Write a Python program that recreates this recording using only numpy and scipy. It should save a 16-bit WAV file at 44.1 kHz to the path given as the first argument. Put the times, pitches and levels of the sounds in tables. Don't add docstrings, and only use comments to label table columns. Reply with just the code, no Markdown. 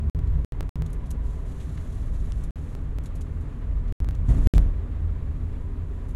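import sys
import numpy as np
from scipy import signal
from scipy.fft import rfft, irfft, next_fast_len
from scipy.io import wavfile
from scipy.ndimage import uniform_filter1d

SR = 44100
rng = np.random.default_rng(int(sys.argv[2]) if len(sys.argv) > 2 else 0)


def wrap_up_sound(samples):
    columns = np.atleast_2d(samples).T
    tamed = np.clip(columns, -1, 1)
    steps = np.round(tamed * 32767).astype(np.int16)
    wavfile.write(sys.argv[1], SR, steps)


N = 271567
TIME = np.arange(N) / SR

# time_s, level_db
ROAD_UNEVENNESS = [(0, -35.5), (.33, -20.5), (.48, -28), (1.05, -30.5), (1.27, -28), (1.65, -34.5),
                   (2.08, -27), (2.47, -24.5), (2.58, -35.5), (2.9, -28.5), (3.52, -34.5), (3.72, -26.5),
                   (4.25, -24), (4.68, -20.5), (4.82, -30.5), (5.2, -28), (5.35, -30.5), (6.15, -31)]
USUAL_ROAD_DB = -30
# start_s, end_s, panel_lift_db, air_lift_db
COARSE_STRETCHES = [(0, 0.39, 5.5, 5.5), (0.695, 0.837, 8.5, 9.5), (3.987, 4.403, 3, 2.5),
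                    (4.454, 4.59, 11, 10)]
PANEL_LIFT, AIR_LIFT = 2, 3
# freq_hz, density_db (per Hz)
RUMBLE_SPECTRUM = [(8, -13.5), (18, -13.5), (30, 0.5), (45, 1), (58, -2), (72, -18.5), (100, -32),
                   (200, -42.5), (1000, -110)]
# freq_hz, density_db (per Hz)
PANEL_SPECTRUM = [(20, -15), (50, -4.5), (68, 4), (95, 0.5), (118, -2), (135, -14), (180, -18), (300, -60),
                  (1000, -89)]
# freq_hz, density_db (per Hz)
ROAR_SPECTRUM = [(60, -10), (130, 0.5), (185, -1.5), (280, -2.5), (340, -10), (400, -7.5), (520, -12.5),
                 (780, -18.5), (1150, -18.5), (1400, -22.5), (1850, -24), (3000, -33.5), (3900, -37),
                 (5200, -46.5), (16000, -79)]
# freq_hz, width_hz, lift_db
CABIN_MODES = [(206, 29, 1), (239.5, 13.6, 6), (288, 29, 3), (385, 45, 3), (428, 24, 1), (531, 16, 3),
               (648, 32, 3.5), (1144, 59, 1.5)]
# time_s, level_db
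WHINE_LEVEL = [(.2, -63), (.9, -65.5), (1.4, -63.5), (1.9, -77), (6.15, -67.5)]
# time_s, firing_rate_hz, level_db
ENGINE_RUN = [(0, 73.2, -25), (1, 75, -45), (2, 79.25, -38.5), (3, 80.56, -39), (4, 80.88, -33),
              (5, 81.52, -32), (6.15, 81.78, -36)]
# multiple of the firing rate, relative_level_db
ORDER_BALANCE = [(1, 8.5), (2, -39), (3, -12), (4, -30), (5, -37)]
# freq_hz, density_db (per Hz)
HISS_SPECTRUM = [(1000, -5), (4000, -14), (5200, 2.5), (7200, 9.5), (8600, 4.5), (10800, 6), (12500, -1.5),
                 (14000, -6), (16000, -3)]
# start_s, end_s, step_height_db
SILENCES = [(.0981, .1488, -33), (.4475, .5224, -28.5), (.6931, .7573, -29.5), (2.508, 2.558, -40),
            (3.9244, 4.003, -29.3), (4.4723, 4.538, -17.7)]
# time_s, step_height_db
LONE_JUMPS = [(0.1917, -31.5), (.608, -19.5), (.6295, -32.5), (0.8219, -24), (2.7515, -29), (2.9861, -26.5),
              (4.046, -30.5), (4.0885, -24), (4.11, -31), (4.5812, -15.5)]
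# freq_hz, density_db (per Hz)
FABRIC_SPECTRUM = [(400, -33), (1500, -1), (3000, 5.5), (4000, 7), (5000, 0), (6000, 5.5), (7000, 7.5),
                   (8800, 2.5), (11000, 3.5), (12500, -5), (14000, -12), (16000, -41)]
# start_s, level_db, decay_s, brightness_db (per octave)
CLOTH_SCUFFS = [(0.271, -63, .005, -4), (0.86, -54, 0.0065, -2), (0.901, -63, 0.006, 8),
                (0.929, -52.5, 0.0062, 8), (1.054, -61.5, 0.013, 0), (1.104, -48, 0.0084, 4),
                (1.597, -55, 0.015, -4.5), (1.772, -47.5, 0.0077, -12.5), (2.3212, -35.5, 0.00041, -6),
                (2.435, -52.5, 0.0088, 4), (3.033, -60, .011, 5), (3.056, -51, 0.008, -1),
                (3.152, -55.5, 0.01, 2.5), (3.207, -53, 0.0085, 0), (3.406, -66, .012, 4),
                (3.876, -60.5, .01, -6.5), (4.146, -58, 0.006, -2), (4.543, -46, 0.01, -7),
                (6.081, -63.5, 0.015, 5), (6.108, -64, 0.0047, 5)]
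# start_s, end_s, level_db
CLOTH_SLIDES = [(.28, .4, -78), (1.219, 1.376, -65), (1.446, 2.06, -64), (2.122, 2.408, -65.5),
                (2.52, 2.727, -67), (3.2, 3.52, -76.5), (4.249, 4.338, -61), (4.404, 4.555, -61),
                (5.301, 5.6, -76.5), (5.87, 6.15, -76)]
# start_s, level_db
WHEEL_BLOWS = [(4.283, -6.5), (4.365, -13), (4.455, -9), (4.544, -9.5)]
# pitch_hz, relative_level_db, t60_s
BLOW_RINGS = [(35.1, -0.5, 0.36), (51.5, 2.5, 0.22), (93, -8, 0.079), (121.4, -5.5, 0.17), (154, -13, 0.21),
              (211.5, -16, 0.24), (272.7, -21.5, 0.17), (340, -21.5, 0.093), (682, -30, 0.1)]


def gain_of(db):
    return 10 ** (np.asarray(db) / 20)


def evened(x):
    return x / np.sqrt(np.mean(x ** 2) + 1e-20)


def curve(rows, column=1):
    columns = np.transpose(rows)
    return np.interp(TIME, columns[0], columns[column])


def read(points, hz):
    f, db = np.transpose(points)
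    return np.interp(np.log(hz + 1), np.log(f + 1), db)


def noise(colour, size=N):
    n = next_fast_len(size)
    white = rfft(rng.standard_normal(n))
    tint = gain_of(colour(np.fft.rfftfreq(n, 1 / SR)))
    return evened(irfft(white * tint, n)[:size])


def drift(rate_hz):
    return noise(lambda hz: -20 * np.log10(1 + (hz / rate_hz) ** 4))


def band(centre_hz, half_width_hz, size=N):
    return noise(lambda hz: -20 * np.log10(1 + ((hz - centre_hz) / half_width_hz) ** 2), size)


def steadied(x, seconds):
    power = np.mean(x ** 2) / 20 + x ** 2
    size = max(int(seconds * SR), 2)
    smooth_power = uniform_filter1d(uniform_filter1d(power, size), size)
    return evened(x / np.sqrt(smooth_power))


def add(mix, start_s, sound):
    part = mix[max(round(start_s * SR), 0):][:len(sound)]
    part += sound[:len(part)]


def held(start_s, end_s, attack_s, release_s):
    attack = 1 - np.exp(-np.maximum(TIME - start_s, 0) / attack_s)
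    return attack * np.exp(-np.maximum(TIME - end_s, 0) / release_s)


def jolt(rise_s, decay_s):
    power = sum((gain_of(db) * held(s, s, rise_s, decay_s)) ** 2 for s, db in WHEEL_BLOWS)
    return np.sqrt(power)


def shaking(road_share, lift_column, attack_s=0.023, release_s=0.025):
    coarse_db = sum(row[lift_column] * held(row[0], row[1], attack_s, release_s)
                    for row in COARSE_STRETCHES)
    return gain_of(road_share * (curve(ROAD_UNEVENNESS) - USUAL_ROAD_DB) + coarse_db)


def body(heave_jolt_db=-10, surge_db=0.96, drum_db=-36, drum_jolt_db=-22):
    heave = steadied(noise(lambda hz: read(RUMBLE_SPECTRUM, hz)), seconds=0.037)
    drum = steadied(noise(lambda hz: read(PANEL_SPECTRUM, hz)), seconds=0.033)
    blows = jolt(rise_s=0.0075, decay_s=0.1)
    surging = gain_of(curve(ROAD_UNEVENNESS) + surge_db * drift(4.9))
    heave_gain = np.hypot(surging, gain_of(heave_jolt_db) * blows)
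    rattling = gain_of(drum_db) * shaking(road_share=0.1, lift_column=PANEL_LIFT)
    drum_gain = np.hypot(rattling, gain_of(drum_jolt_db) * blows)
    return heave_gain * heave + drum_gain * drum


def cabin(hz):
    return sum(db / (1 + (2 * (hz - f) / width) ** 2) for f, width, db in CABIN_MODES)


def tyres(grit_db=1.0, lump_db=0.2, split_hz=750, low_db=-44, high_db=-44.0,
          low_jolt_db=-26, high_jolt_db=-29, fall_db_per_s=0.15):
    roar = noise(lambda hz: read(ROAR_SPECTRUM, hz) + cabin(hz))
    low = signal.sosfiltfilt(signal.butter(2, split_hz, fs=SR, output="sos"), roar)
    high = roar - low
    blows = jolt(rise_s=0.006, decay_s=0.14)
    easing_db = low_db - fall_db_per_s * (TIME - TIME.mean())
    low_gain = np.hypot(gain_of(easing_db), gain_of(low_jolt_db) * blows)
    high_gain = np.hypot(gain_of(high_db), gain_of(high_jolt_db) * blows)
    lumps = gain_of(lump_db * drift(9.0))
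    grit = gain_of(grit_db * drift(25))
    return low * low_gain * lumps + high * high_gain * grit


def boom(boom_hz=151, width_hz=24, level_db=-45, jolt_db=-28, fall_db_per_s=0.9):
    wave = noise(lambda hz: -20 * np.log10(1 + ((hz - boom_hz) / width_hz * 2) ** 6))
    easing_db = level_db - fall_db_per_s * (TIME - TIME.mean())
    rolling = gain_of(easing_db) * shaking(road_share=0.059, lift_column=AIR_LIFT)
    blows = gain_of(jolt_db) * jolt(rise_s=0.014, decay_s=0.1)
    return np.hypot(rolling, blows) * steadied(wave, 0.28)


def tread(drone_db=6):
    whine = band(centre_hz=990, half_width_hz=22)
    drone = band(centre_hz=405, half_width_hz=50)
    return gain_of(curve(WHINE_LEVEL)) * (whine + gain_of(drone_db) * drone)


def engine(waver=0.0044, throb_db=3.0):
    firing_hz = curve(ENGINE_RUN) * (1 + waver * drift(5.2))
    turns = np.cumsum(firing_hz) / SR
    hum = np.zeros(N)
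    for order, db in ORDER_BALANCE:
        throb = gain_of(db + throb_db * drift(7.1))
        hum += throb * np.sin(2 * np.pi * (round(order) * turns + rng.random()))
    return gain_of(curve(ENGINE_RUN, column=2)) * evened(hum)


def hiss(level_db=-74.5):
    return gain_of(level_db) * noise(lambda hz: read(HISS_SPECTRUM, hz))


def jumps(settle_s=0.0018):
    out = np.zeros(N)
    t = TIME[:SR // 50]
    fall = np.exp(-t / settle_s)
    lead_s = len(t) / SR
    for start, end, db in SILENCES:
        add(out, start - lead_s, rng.choice([-1, 1]) * gain_of(db) * fall[::-1])
        add(out, end, rng.choice([-1, 1]) * gain_of(db) * fall)
    for s, db in LONE_JUMPS:
        step = np.r_[-fall[::-1], fall] / 2
        add(out, s - lead_s, rng.choice([-1, 1]) * gain_of(db) * step)
    return out


def clothing(grain_db=1.5, rise_share=0.3, crackle_db=3.5, tail_db=-22, tail_factor=3.2, jolt_db=-43.0):
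    strokes = sum(gain_of(db) * held(start, end, attack_s=0.027, release_s=0.072)
                  for start, end, db in CLOTH_SLIDES)
    sliding = np.hypot(strokes, gain_of(jolt_db) * jolt(rise_s=0.0058, decay_s=0.03))
    fabric = noise(lambda hz: read(FABRIC_SPECTRUM, hz))
    out = fabric * sliding * gain_of(grain_db * drift(60))
    t = TIME[:SR // 8]
    for s, db, decay, tilt in CLOTH_SCUFFS:
        def colour(hz):
            return read(FABRIC_SPECTRUM, hz) + tilt * np.log2(np.clip(hz, 500, 11000) / 7000)

        slip = noise(colour, size=len(t))
        grain = evened(uniform_filter1d(rng.standard_normal(len(t)), size=50))
        age = t / decay
        onset = 1 - np.exp(-(age / rise_share) ** 2)
        shape = onset * (np.exp(-age) + gain_of(tail_db) * np.exp(-age / tail_factor))
        add(out, s, gain_of(db + crackle_db * grain) * slip * shape / shape.max())
    return out


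def thin_hiss(level_db=-77, start_s=0.28, length_s=0.14):
    size = int(length_s * SR)
    out = np.zeros(N)
    thin = band(centre_hz=11900, half_width_hz=500, size=size)
    add(out, start_s, gain_of(level_db) * thin * signal.windows.tukey(size))
    return out


def thuds(rise_s=0.0069):
    out, t = np.zeros(N), TIME[:SR // 2]
    for s, blow_db in WHEEL_BLOWS:
        ring = sum(gain_of(db - 60 * t / t60) * np.sin(2 * np.pi * (hz * t + rng.random()))
                   for hz, db, t60 in BLOW_RINGS)
        add(out, s, gain_of(blow_db) * ring * (1 - np.exp(-t / rise_s)))
    return out


def scene():
    car = body() + tyres() + boom() + tread() + engine() + thuds()
    return (car + hiss() + clothing() + thin_hiss())[None]


def record(dry, edge_hz=16200):
    passing = np.ones(N)
    for start, end, _ in SILENCES:
        passing[(TIME > start) & (TIME < end)] = 0
    broken = dry * uniform_filter1d(passing, size=64) + jumps()
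    low_pass = signal.firwin(511, edge_hz, window=("kaiser", 9), fs=SR)
    return signal.oaconvolve(broken, low_pass[None], "same")


dry = scene()
out = record(dry)
wrap_up_sound(out)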